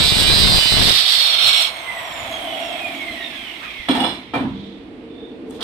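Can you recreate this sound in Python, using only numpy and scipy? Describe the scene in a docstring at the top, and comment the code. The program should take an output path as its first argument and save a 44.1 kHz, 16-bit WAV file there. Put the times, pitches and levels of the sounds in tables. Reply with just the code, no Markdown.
"""A handheld electric cutter grinds through marble in a bare room, its air blast buffeting the left mic.
The rim bites on every turn and buzzes until the stone crumbles; grit hisses and the blade sings.
Lifted and switched off, the motor coasts down, its falling whine sweeping the housing resonances.
The cutter clatters onto the stone floor, body and blade ringing.
Small scrapes and a clink of stone follow over a low, distant drone."""
import sys
import numpy as np
from scipy import signal
from scipy.fft import rfft, irfft, next_fast_len
from scipy.io import wavfile

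SR = 44100
rng = np.random.default_rng(int(sys.argv[2]) if len(sys.argv) > 2 else 0)


def bounce(signal):
    """Save signal as a 16-bit WAV file at the path given by the first command-line argument."""
    frames = np.transpose(np.atleast_2d(signal))
    limited = np.clip(frames, -1, 1)
    pcm = np.round(limited * 32767).astype(np.int16)
    wavfile.write(sys.argv[1], SR, pcm)


N = 248283
TIME = np.arange(N) / SR
FREQS = np.maximum(np.arange(N // 2 + 1) * SR / N, 1)


def from_db(db):
    """Decibels to gain."""
    return 10 ** (np.asarray(db) / 20)


def rms_one(x):
    """Scale to unit power."""
    return x / np.sqrt(np.mean(x ** 2) + 1e-20)


def in_time(rows):
    """Each column of a curve at every sample."""
    s, *columns = np.transpose(rows)
    return [np.interp(TIME, s, c) for c in columns]


def at_hz(points, hz):
    """Read a spectrum on a log-frequency axis."""
    f, value = np.transpose(points)
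    return np.interp(np.log(hz), np.log(f), value)


def ramp(start_s, length_s):
    """Linear rise from 0 to 1."""
    return np.clip((TIME - start_s) / length_s, 0, 1)


def swell(centre_s, length_s, t=TIME):
    """Gaussian bell in time."""
    return np.exp(-(2 * (t - centre_s) / length_s) ** 2)


def dying(after_s, t60):
    """Gain 1, then exponential decay."""
    return from_db(-60 * np.maximum(TIME - after_s, 0) / t60)


def fading(hz, knee_hz):
    """Gain that falls steeply below a knee."""
    return 1 / np.sqrt(1 + (knee_hz / hz) ** 6)


def drift(rate_hz):
    """Slow random wander, rms 1."""
    hop, settle = 40, 2000
    r = np.exp(-2 * np.pi * hop * rate_hz / SR)
    slow = signal.lfilter([1], [1, -2 * r, r * r], rng.standard_normal(N // hop + settle + 2))[settle:]
    return np.interp(np.arange(N) / hop, np.arange(len(slow)), rms_one(slow))


def shape(points):
    """Gain per frequency of a spectrum, falling steeply past its ends."""
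    low, high = points[0][0], points[-1][0]
    skirts = np.sqrt((1 + (low / FREQS) ** 8) * (1 + (FREQS / high) ** 16))
    return from_db(at_hz(points, FREQS)) / skirts


def resonances(modes):
    """Gain per frequency of steep-sided resonances, summed in power."""
    power = 0
    for hz, width, db in modes:
        detuning = (FREQS - hz ** 2 / FREQS) / (2 * width)
        power = power + from_db(db) ** 2 / width / (1 + detuning ** 2) ** 2
    return np.sqrt(power)


# Channel likeness: f/Hz, correlation
LIKENESS = [(40, 0.52), (150, 0.97), (300, 0.89), (700, 0.72), (1200, 0.01), (2500, 0.04), (15000, 0.027)]

def stereo(mid, side, hz):
    """Left and right spectra, alike in the bass and diffuse in the treble."""
    alike = at_hz(LIKENESS, hz)
    return np.sqrt(1 + alike) * mid + np.sqrt(1 - alike) * side * [[1], [-1]]


def noise(gain):
    """Coloured stereo noise, rms 1."""
    size = next_fast_len(N, real=True)
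    f = np.maximum(np.arange(size // 2 + 1) * SR / size, 1)
    mid, side = rng.standard_normal((2, 2 * len(f))).view(complex)
    return rms_one(irfft(np.interp(f, FREQS, gain) * stereo(mid, side, f), size)[:, :N])


def band(hz, width_hz):
    """One band of stereo noise, rms 1."""
    return noise(resonances([(hz, width_hz, 0)]))


def room(x, t60, direct_db):
    """Bare walls: direct sound plus a dense tail, different at each port."""
    t = TIME[:SR // 2]
    tail = rng.standard_normal((2, len(t))) * from_db(-60 * t / t60)
    tail /= np.sqrt(np.sum(tail ** 2, axis=1, keepdims=True))
    direct = from_db(direct_db)
    return (direct * x + signal.fftconvolve(x[None], tail, axes=1)[:, :N]) / np.sqrt(1 + direct ** 2)


# Envelope of the low hum, then of the closing drone: t/s, level/dB
HUM_SWELL = [(2.05, -54.5), (2.194, -49), (2.33, -41), (3.152, -40), (3.85, -50), (4.6, -39.5),
             (5.0, -38.5), (5.6, -33.5)]
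# Hum resonances, and upper ones that join for the drone: f/Hz, width/Hz, level/dB
HUM_MODES = [(272, 58, 6), (327, 39, 1.5)]
DRONE_UPPER = [(452, 28, 2), (580, 170, -6.5)]
# Room noise spectra: f/Hz, density/dB
AIR = [(25, -8), (55, 13.5), (90, -9), (150, -12), (300, 3.5), (600, 2), (1000, -0.5), (1500, -4.5),
       (2400, -2), (3400, -5.5), (4500, -13.5), (6500, -29), (8300, -25.5), (14000, -41)]
RUMBLE = [(13, -46), (22, 4), (43, 3), (86, 9.5), (156, 7), (183, 0), (220, 10), (290, -21), (480, -120)]

def background():
    """Over room noise, a hum near 300 Hz swells in the coast-down; a distant drone rises at the end."""
    upper = from_db(-4.5) * ramp(3.53, 1.4) * noise(resonances(DRONE_UPPER))
    hum = from_db(in_time(HUM_SWELL)[0]) * (noise(resonances(HUM_MODES)) + upper)
    air = from_db(-47.5) * noise(shape(AIR))
    rumble = noise(shape(RUMBLE)) * from_db(-52.5 + 2 * drift(30))
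    return hum + air + rumble


# Scrapes: t/s, length/s, f/Hz, width/Hz, level/dB
SCRAPES = [(3.645, 0.065, 1580, 724, -34), (4.023, 0.13, 844, 110, -22.5), (4.63, 0.36, 3500, 420, -45),
           (5.228, 0.25, 3560, 110, -47.5), (5.5, 0.0044, 8200, 500, -51), (5.509, 0.0029, 7940, 1800, -41),
           (5.543, 0.1, 5970, 4040, -55.5), (5.62, 0.044, 930, 596, -34)]
# Bumps: t/s, length/s, f/Hz, level/dB
BUMPS = [(1.47, 0.055, 125, -38), (2.254, 0.28, 86, -45.5), (3.112, 0.018, 80, -44),
         (3.805, 0.013, 54.6, -36), (4.477, 0.3, 106, -35.5)]

def scrapes_and_bumps():
    """Short swells of friction on stone, and dull bumps of a body shifting on the floor."""
    friction = sum(from_db(db) * swell(s, length) * band(hz, width)
                   for s, length, hz, width, db in SCRAPES)
    bumps = sum(from_db(db) * swell(s, length) * band(hz, hz / 2) for s, length, hz, db in BUMPS)
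    return friction * from_db(drift(90)) + bumps


def add_blow(out, s, blow, rise_s=0.0014):
    """Mix in a blow at time s, with a short rise."""
    at = min(round(s * SR), N - 1)
    size = blow.shape[1]
    out[:, at:at + size] += (blow * (1 - np.exp(-TIME[:size] / rise_s)))[:, :N - at]


def ringing(modes, blow_db, spread_db):
    """Struck modes; the higher ones reach the two ports out of step."""
    t = TIME[:SR // 2]
    hz, db, t60 = np.transpose(modes)[:, :, None]
    strength = from_db(db + blow_db + spread_db * rng.standard_normal(hz.shape))
    polarity = np.pi * rng.integers(0, 2, hz.shape)
    phase = polarity + rng.standard_normal((2, *hz.shape)) * np.minimum(hz / 1200, 2)
    return (strength * from_db(-60 * t / t60) * np.sin(2 * np.pi * hz * t + phase)).sum(axis=1)


# Steel blade modes: f/Hz, level/dB, t60/s
BLADE_MODES = [(1669, -7, .28), (2363, -3, .22), (2910, 1, .4), (3260, -1, .3), (3400, 5, .35),
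               (3480, 3, .38), (4060, 1, .5), (4963, -12, .29), (5190, -8, .45), (8570, -2, .27)]

def blade_ring(clacks, gain_db=-3.5, favour_octaves=0.054, splits=4, detune=0.006):
    """Each contact point favours one pitch; pressed on the floor, modes split into close partials."""
    out = np.zeros((2, N))
    for s, _, _, blade_db, favoured_hz, favour_db in clacks:
        modes = []
        for hz, db, t60 in BLADE_MODES:
            boost_db = favour_db * np.exp(-(np.log2(hz / favoured_hz) / favour_octaves) ** 2)
            modes += [(hz * rng.normal(1, detune), db + boost_db, t60) for _ in range(splits)]
        add_blow(out, s, ringing(modes, blade_db + gain_db, spread_db=1))
    chatter = 1 + 0.25 * drift(90)
    return out * chatter


# Hard floor contacts: t/s, level/dB, tilt/(dB/octave), blade level/dB, favoured f/Hz, favour/dB
CLACKS = [(3.885, -15.5, 6, -32, 3330, 7.5), (3.948, -20, 7, -39.5, 3400, 5),
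          (3.975, -24.5, -2.5, -51, 5190, 18), (4.001, -25, 8.5, -34.5, 2910, 10.5),
          (4.04, -18, 1.7, -30, 3450, 3), (4.336, -17.5, 3.5, -53.5, 2363, 29.5),
          (4.353, -18.5, 1, -55, 2363, 27), (4.408, -33.5, -5, -63, 2363, 12),
          (5.507, -40.5, 0.5, -57, 8570, 3)]
# The cutter's weight landing and rocking: t/s, level/dB, strongest push f/Hz
THUMPS = [(3.894, -6.5, 275), (3.947, -21, 260), (4, -18, 245), (4.406, -15.5, 231), (4.437, -18, 243),
          (4.476, -27, 166), (4.529, -24, 208)]
# Clinks on stone: t/s, level/dB
CLINKS = [(4.064, -24), (5.544, -37.5), (5.606, -20), (5.625, -13)]
# Force spectra: f/Hz, level/dB
CLACK_FORCE = [(190, -18.5), (270, 1.5), (900, -3.5), (3600, -10), (8600, -29)]
CLINK_FORCE = [(110, -49), (190, -27), (270, -51), (900, -53), (3600, 5), (8600, -10)]
# Thump force spectrum: multiple of the push frequency, level/dB
THUMP_FORCE = [(.6, -33.5), (1, -0.5), (2, -14.5), (4, -51), (14, -24), (32, -44)]
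# Cutter body modes: f/Hz, level/dB, t60/s
BODY_MODES = [(125, 5.5, 0.13), (198.5, -3, 1), (262.6, 5, 0.25), (318.3, -5, 0.24), (510, -2.5, 0.2),
              (699, 4, 0.16), (777, -3, 0.21), (886, 5.5, 0.055), (994, -6, 0.5), (1300, 0, 0.1),
              (1813, -6, 0.32), (2325, -10.5, 0.57), (3260, -9.5, 0.24)]
# Diffuse room clatter: f/Hz, density/dB
CLATTER = [(50, -3), (130, 19.5), (260, 4), (450, -5.5), (900, 0), (1500, -7.5), (2400, -13), (3600, -10.5),
           (4500, -19), (5500, -23.5), (6500, -28), (8600, -19), (11000, -24.5), (15000, -30)]

def knocks(body_db=-3.5, clatter_db=9, room_t60=0.52):
    """Each blow rings the cutter's body and sets off a room clatter; clacks also ring the blade."""
    out, t = np.zeros((2, N)), TIME[:SR // 2]
    f = np.maximum(np.arange(len(t) // 2 + 1) * SR / len(t), 1)
    clatter = np.interp(f, FREQS, shape(CLATTER))
    blows = [(s, [(hz, db + part + tilt * np.log2(hz / 900)) for hz, part in CLACK_FORCE])
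             for s, db, tilt, *_ in CLACKS]
    blows += [(s, [(k * hz, db + part) for k, part in THUMP_FORCE]) for s, db, hz in THUMPS]
    blows += [(s, [(hz, db + part) for hz, part in CLINK_FORCE]) for s, db in CLINKS]
    mode_hz = np.array(BODY_MODES)[:, :1]
    for s, force in blows:
        body = ringing(BODY_MODES, at_hz(force, mode_hz) + body_db, spread_db=0)
        mid, side = rfft(rng.standard_normal((2, len(t))))
        colour = clatter * from_db(at_hz(force, f) + clatter_db)
        diffuse = irfft(colour * stereo(mid, side, f), len(t))
        add_blow(out, s, body + diffuse * from_db(-60 * t / room_t60))
    return out + blade_ring(CLACKS)


# Gusts: start/s, end/s, level/dB
GUSTS = [(0, 0.005, -15), (0.152, 0.28, -26), (0.285, 0.563, -17.5), (0.715, 0.887, -19.5)]
# Buffeting spectrum: f/Hz, density/dB
BUFFET = [(13, -28), (22, -5), (43, -2.5), (124, -5), (250, -7.5), (400, -12), (800, -12.5), (1500, -16),
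          (3000, -17)]
# Strongest puffs: t/s, level/dB
PUFFS = [(0.005, -9), (0.06, -14), (0.08, -13), (0.121, -8), (0.125, -9), (0.17, -9), (0.189, -12),
         (0.203, -13), (0.215, -11), (0.222, -10), (0.253, -12), (0.289, -8), (0.302, -9), (0.329, -11),
         (0.34, -10), (0.362, -10), (0.402, -7), (0.421, -10), (0.439, -6), (0.459, -8), (0.472, -7),
         (0.495, -10), (0.547, -6), (0.56, -9), (0.582, -6), (0.722, -9), (0.741, -7), (0.768, -9),
         (0.794, -10), (0.807, -4), (0.829, -10), (0.855, -10), (0.874, -10), (0.906, -11)]

def air_blast(corner_hz=1260, relax_s=0.002, rebound_hz=55, weak_puffs_per_s=90):
    """Eddies of the cutter's air slap the left port: low buffeting and sharp, brief puffs."""
    gusts = sum(from_db(db) * ramp(start, 0.0045) * dying(end, t60=0.22) for start, end, db in GUSTS)
    draught = from_db(-26.5) * dying(0.938, t60=0.22)
    kicks = (rng.random(N) < 300 / SR) * rng.standard_normal(N)
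    eddies = rms_one(kicks) + 0.36 * rng.standard_normal(N)
    buffeting = (gusts + draught) * rms_one(irfft(rfft(eddies) * shape(BUFFET), N))
    t = TIME[:SR // 20]
    attack = 1 - np.exp(-2 * np.pi * corner_hz * t)
    slap = attack * np.exp(-t / relax_s) * np.cos(2 * np.pi * rebound_hz * t)
    puffs = (rng.random(N) < weak_puffs_per_s / SR) * from_db(-17) * gusts / gusts.max()
    for s, db in PUFFS:
        puffs[round(s * SR)] = from_db(db)
    wind = buffeting + from_db(6.5) * signal.fftconvolve(puffs * rng.choice([-1, 1], N), slap)[:N]
    return 0.7 * np.tanh(wind / 0.7) * from_db([[0], [-32]])


WHINE_PER_TURN, OFF_S, CUTOFF_HZ = 16, 1.68, 15500
# Whine pitch under power: t/s, f/Hz
DRIVEN_PITCH = [(0, 2336), (.14, 2369), (.3, 2389), (.44, 2409), (.63, 2387), (.78, 2394), (.95, 2352),
                (1.22, 2320), (1.53, 2235), (1.69, 2238)]

def whine_pitch(braking_hz_per_s=938, easing_s=6.9):
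    """Motor speed as whine pitch: driven, then braked by friction that eases as it slows."""
    coasted_s = np.maximum(TIME - OFF_S, 0)
    lost_hz = braking_hz_per_s * easing_s * (1 - np.exp(-coasted_s / easing_s))
    return np.maximum(in_time(DRIVEN_PITCH)[0] - lost_hz, 100)


# Fan housing air resonances and broad rush: f/Hz, width/Hz, level/dB
FAN_MODES = [(669, 45.6, 22.5), (777, 17, 13.5)]
FAN_RUSH = [(943, 550, -1.5)]

def fan(whine_hz, speed, ducked_db, blades=8, swell_hz=710, swell_octaves=0.37):
    """A rush that follows the speed, and a hum that swells as the blade rate meets the air resonance."""
    off_tune = np.log2(blades * whine_hz / WHINE_PER_TURN / swell_hz) / swell_octaves
    hum_db = -45.5 + 16.5 / (1 + off_tune ** 2)
    hum = from_db(hum_db) * fading(whine_hz, knee_hz=790) * noise(resonances(FAN_MODES))
    rush = from_db(-31 + ducked_db) * speed ** 1.54 * noise(resonances(FAN_RUSH))
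    return hum + rush


# Bearing hiss: f/Hz, density/dB
BEARINGS = [(3240, -69), (5500, -5), (6480, -22), (7160, -3.5), (8270, -0.5), (10600, -6.5), (14000, -3.5),
            (15500, -13)]

def bearings(speed, ducked_db):
    """The bearings hiss less as the rotor slows."""
    return from_db(-45.5 + ducked_db) * speed ** 0.82 * noise(shape(BEARINGS))


# Gear noise: f/Hz, density/dB
GEARS = [(530, -44), (900, -19), (1210, -14), (1530, -16), (1730, -8), (2130, 2), (2470, -1), (2590, -1),
         (2910, -4.5), (3330, 1), (4790, -20), (5600, -20), (6500, -29), (8450, -63), (14300, -120)]
# Casing shudders: whine f/Hz, whine span/Hz, ringing f/Hz, width/Hz, level/dB
SHUDDERS = [(1430, 210, 3290, 140, -33), (1900, 250, 1050, 150, -39.5)]

def gears(turns, whine_hz, speed, ducked_db):
    """The gears rattle, and shake the casing as they coast through certain speeds."""
    rattle = from_db(drift(60) + 0.16 * np.sin(2 * np.pi * turns))
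    mesh = from_db(-30 + ducked_db) * speed ** 0.3 * noise(shape(GEARS))
    shudder = sum(from_db(db) * np.exp(-((whine_hz - at) / span) ** 2) * band(hz, width)
                  for at, span, hz, width, db in SHUDDERS)
    return rattle * (mesh + shudder)


# Housing radiation: f/Hz, gain/dB
HOUSING = [(400, -22), (1300, -5), (1700, -2), (1900, 4.5), (2100, 9), (2500, 12), (2700, 10), (3300, 8),
           (3750, -20), (4600, -5), (5600, -9), (6400, -7), (7300, -1), (8500, 3), (10200, -4), (11000, -8),
           (11700, 0), (13000, -14), (14500, -6)]
# Housing resonances, keyed by whine harmonic: f/Hz, half width/Hz, level/dB
FLARES = {1: [(2250, 35, -38), (2040, 22, -32.5), (1965, 22, -33), (1810, 60, -44)], 2: [(3270, 75, -34),
          (3020, 65, -35), (2765, 45, -38), (2445, 50, -24.5), (2330, 60, -32), (2190, 40, -24),
          (2095, 25, -28), (1875, 50, -32.5), (1230, 40, -42)], 3: [(5550, 150, -50)], 4: [(7950, 150, -48),
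          (7150, 220, -45), (6600, 120, -51), (5560, 100, -47), (4080, 110, -43), (3720, 120, -33),
          (3300, 200, -37), (3050, 110, -35.5), (2400, 130, -35), (2130, 100, -33.5)],
          5: [(7000, 300, -53)], 6: [(9450, 300, -54), (7750, 350, -53), (7000, 250, -54),
          (5750, 300, -59)]}

def housing_gain(k, db, whine_hz, driven, hop=64):
    """Gain of harmonic k: the housing's broad colour plus a flare at each resonance it crosses."""
    pitch = whine_hz[::hop]
    hz = k * pitch
    level_db = -50 + 4 * driven[::hop] + db + at_hz(HOUSING, hz)
    power = (from_db(level_db) * fading(pitch, knee_hz=697)) ** 2
    for centre, width, flare_db in FLARES.get(k, []):
        power += from_db(flare_db + 0.5) ** 2 / (1 + ((hz - centre) / width) ** 2) ** 2
    return np.interp(TIME, TIME[::hop], np.sqrt(power) * (hz < CUTOFF_HZ))


def wandering_line(phase, rate_hz, blur):
    """A partial whose strength and phase flutter, rms 1."""
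    flutter = drift(rate_hz) * np.cos(phase) + drift(rate_hz) * np.sin(phase)
    return (np.cos(phase) + blur * flutter) * np.sqrt(2 / (1 + 2 * blur ** 2))


# Whine partials: harmonic, level/dB
WHINE = [(1, -1), (2, 2), (3, -6), (4, -4), (5, -10), (6, -8), (7, -11), (8, -9), (10, -10), (12, -10)]

def whine(turns, whine_hz, driven, jitter_rad=0.066, flicker_db=2.5):
    """Flickering harmonics of a slightly uneven rotor, swinging once a turn, smeared by the room."""
    phase = 2 * np.pi * WHINE_PER_TURN * turns + jitter_rad * drift(34)
    tone = 0
    for k, db in WHINE:
        gain = housing_gain(k, db, whine_hz, driven) * from_db(flicker_db * drift(10))
        tone = tone + gain * wandering_line(k * phase, rate_hz=25 + 14 * k, blur=0.2 * k + 0.05)
    swing = 1 + 0.33 * np.sin(2 * np.pi * turns)
    return room(tone * swing, t60=0.36, direct_db=3)


def motor(turns, whine_hz, recovers_s=0.57):
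    """Whine, gears, bearings and fan all follow one speed."""
    speed = whine_hz / whine_hz.max()
    driven = 1 - ramp(OFF_S, recovers_s)
    # gears, bearings and fan rush sound ducked during the loud cut and swell back after switch-off
    ducked_db = -4.5 * driven
    tone = whine(turns, whine_hz, driven)
    rattle = gears(turns, whine_hz, speed, ducked_db)
    hiss = bearings(speed, ducked_db)
    air = fan(whine_hz, speed, ducked_db)
    return tone + (rattle + air) * dying(3.94, t60=2.9) + hiss * dying(3.9, t60=1.2)


SINGS_S = 0.91
# Blade resonances in the groove: initial f/Hz, sag/(Hz/s), width/Hz, level/dB, onset/s
SINGING = [(3380, 150, 40, 4, .95), (3750, 320, 100, 6, .95), (3830, 0, 30, 0, 1.35),
           (4370, 260, 42, 6, .95), (5230, 40, 25, -10, 1.35), (5445, 25, 28, -3, 1.15),
           (7050, 0, 12, -17, 1.4), (7520, 0, 12, -14, 1.4), (8185, 0, 12, -12, 1.4),
           (8550, 410, 110, -14, .95), (11400, 0, 50, -18, 1.1)]

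def blade_song():
    """Narrow resonances rubbed by the groove join in turn; some sag as the blade moves through."""
    out = 0
    for hz, sag, width, db, start in SINGING:
        phase = 2 * np.pi * np.cumsum(hz - sag * np.clip(TIME - SINGS_S, 0, 1)) / SR
        cos, sin = np.cos(phase), np.sin(phase)
        line = np.array([drift(width) * cos + drift(width) * sin for _ in range(2)])
        out = out + from_db(db) * ramp(start, 0.059) * line
    return rms_one(out)


# Rim buzz spectrum: f/Hz, level/dB
BUZZ = [(1000, -16), (1500, -16.5), (2600, -10.5), (3400, -5.5), (4400, -5.5), (5000, -10), (5350, -10),
        (5700, -23.5), (6600, -26), (7600, -16), (8300, -9.5), (8900, -25), (11000, -26)]
# Prominent multiples of the turn rate
BITE_ORDERS = [14, 16, 19, 20, 20, 22, 23, 24, 25, 25, 26, 27, 28, 30, 32, 55, 56]
# Swell of each: level/dB, t/s, length/s
BITE_SWELLS = [(-10, .65, .3), (-3, .25, .8), (-6, .27, .35), (-1, .2, .14), (4.5, .66, .28), (-2, .4, 1.6),
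               (-3, .3, .25), (1.5, .35, 1.1), (0, .05, .25), (3, .46, .14), (2.5, .15, .8), (4, .4, 2),
               (1.5, .55, .35), (1, .04, .18), (3, .52, .5), (-6, .45, 1.4), (-9, .1, .3)]

def rim_buzz(turns, length_s, waver=0.6, stumble_turns=0.0018):
    """Multiples of the turn rate swell in turn as the contact patch shifts; rms 1 while cutting."""
    end = round(length_s * SR)
    buzz, knots = np.zeros((2, N)), np.linspace(0, end / SR, 40)
    turn_hz = turns[end] * SR / end
    turns = turns + stumble_turns * drift(18)   # stumbling over the grain makes it rasp
    orders = np.arange(9, 60)
    power = np.outer(from_db(at_hz(BUZZ, orders * turn_hz)) ** 2, np.ones_like(knots))
    for order, (db, s, length) in zip(BITE_ORDERS, BITE_SWELLS):
        power[order - orders[0]] += from_db(db) ** 2 * swell(s, length, knots)
    for order, gain in zip(orders, np.sqrt(power / power.sum(axis=0))):
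        re, im = rng.standard_normal((2, len(knots)))
        envelope = np.interp(TIME[:end], knots, gain * (1 + waver * (re + 1j * im)))
        port_phase = rng.uniform(0, 2 * np.pi) + rng.standard_normal((2, 1))
        buzz[:, :end] += np.real(envelope * np.exp(1j * (2 * np.pi * order * turns[:end] + port_phase)))
    return rms_one(buzz) * np.sqrt(end / N)


# Cut envelope: t/s, grinding level/dB, dust level/dB
CUT = [(0.0, -18.5, -29), (0.334, -18.5, -27), (0.416, -18, -25.5), (0.746, -18.5, -29), (0.906, -17, -28),
       (0.976, -18, -33), (1.222, -15.5, -31), (1.382, -18, -41.5), (1.478, -14, -30.5), (1.528, -16, -37),
       (1.628, -17.5, -30.5), (1.724, -27.5, -49), (1.8, -24, -55)]
# Grit deep in the cut, grit at breakthrough, fine dust: f/Hz, density/dB
GRIT_DEEP = [(260, -69), (450, -23), (614, -42), (781, -42), (1290, -15), (1520, -19), (1930, -12.5),
             (2490, -13.5), (3600, 1), (4030, -3), (4420, -3.5), (5500, -11.5), (6530, -37.5), (7000, -53),
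             (9100, -51), (15400, -120)]
GRIT_EXIT = [(260, -55), (450, -16.5), (650, -11.5), (917, -15), (1340, -3.5), (1830, -15.5), (2190, -4),
             (2960, 2.5), (3360, 2), (4320, 1.5), (4520, -8), (5440, -16), (5760, -14), (7000, -32),
             (9100, -49), (15400, -120)]
DUST = [(3820, -2), (6500, -13.5), (6740, -14.5), (8260, -3), (8950, -11), (9980, -14.5), (11700, -12),
        (12300, -16), (13300, -18.5), (14500, -13.5), (15500, -25)]

def grinding(turns, crumbles_s=0.765, breakthrough_s=1.18):
    """The rim bites alike on every turn until the stone crumbles; grit hisses and the blade sings."""
    cut_db, dust_db = in_time(CUT)
    buzz_share = 0.89 * (1 - ramp(crumbles_s, 0.06))
    song_share = 0.7 * ramp(SINGS_S, 0.34)
    exit_share = ramp(breakthrough_s, 0.21)
    chipping = from_db(drift(240) + 1.3 * drift(15.6))
    deep = np.sqrt(1 - exit_share) * noise(shape(GRIT_DEEP))
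    grit = (deep + np.sqrt(exit_share) * noise(shape(GRIT_EXIT))) * chipping
    buzz = rim_buzz(turns, length_s=CUT[-1][0] + 0.1)
    bite = np.sqrt(buzz_share) * buzz + np.sqrt(1 - buzz_share) * grit
    cut = from_db(cut_db + 5) * np.sqrt(1 - song_share) * bite * from_db([[-3], [1]])
    dust = from_db(dust_db + 5) * noise(shape(DUST)) * chipping * np.sqrt(1 - 0.7 * buzz_share)
    song = from_db(cut_db + 2) * np.sqrt(song_share) * blade_song()
    return (cut + dust) * dying(OFF_S, t60=0.28) + song * dying(1.654, t60=0.44)


def scene():
    """Grinding and motor share one rotation; knocks, scrapes and background are added."""
    whine_hz = whine_pitch()
    turns = np.cumsum(whine_hz) / SR / WHINE_PER_TURN
    floor_blows = knocks()
    return grinding(turns) + motor(turns, whine_hz) + floor_blows + scrapes_and_bumps() + background()


# Microphone port colour: f/Hz, left minus right/dB
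PORTS = [(100, -2), (700, -1), (1300, -1.5), (2000, -5.5), (2800, -11.5), (3500, -7.5), (4400, -10),
         (5500, -2), (6600, -2), (7100, 29), (8600, 42), (9300, 28), (9700, 15), (12000, 9), (15000, 1)]

def record(dry):
    """Each port has its own colour and the left catches the blast; soft clip, then a steep low-pass."""
    ratio = from_db(at_hz(PORTS, FREQS))
    ports = np.array([ratio, np.ones_like(ratio)]) * np.sqrt(2 / (1 + ratio ** 2))
    heard = irfft(rfft(dry) * ports, N) + air_blast()
    lowpass = signal.ellip(10, 0.1, 80, CUTOFF_HZ, fs=SR, output="sos")
    return signal.sosfilt(lowpass, np.tanh(heard))


dry = scene()
out = record(dry)
bounce(out)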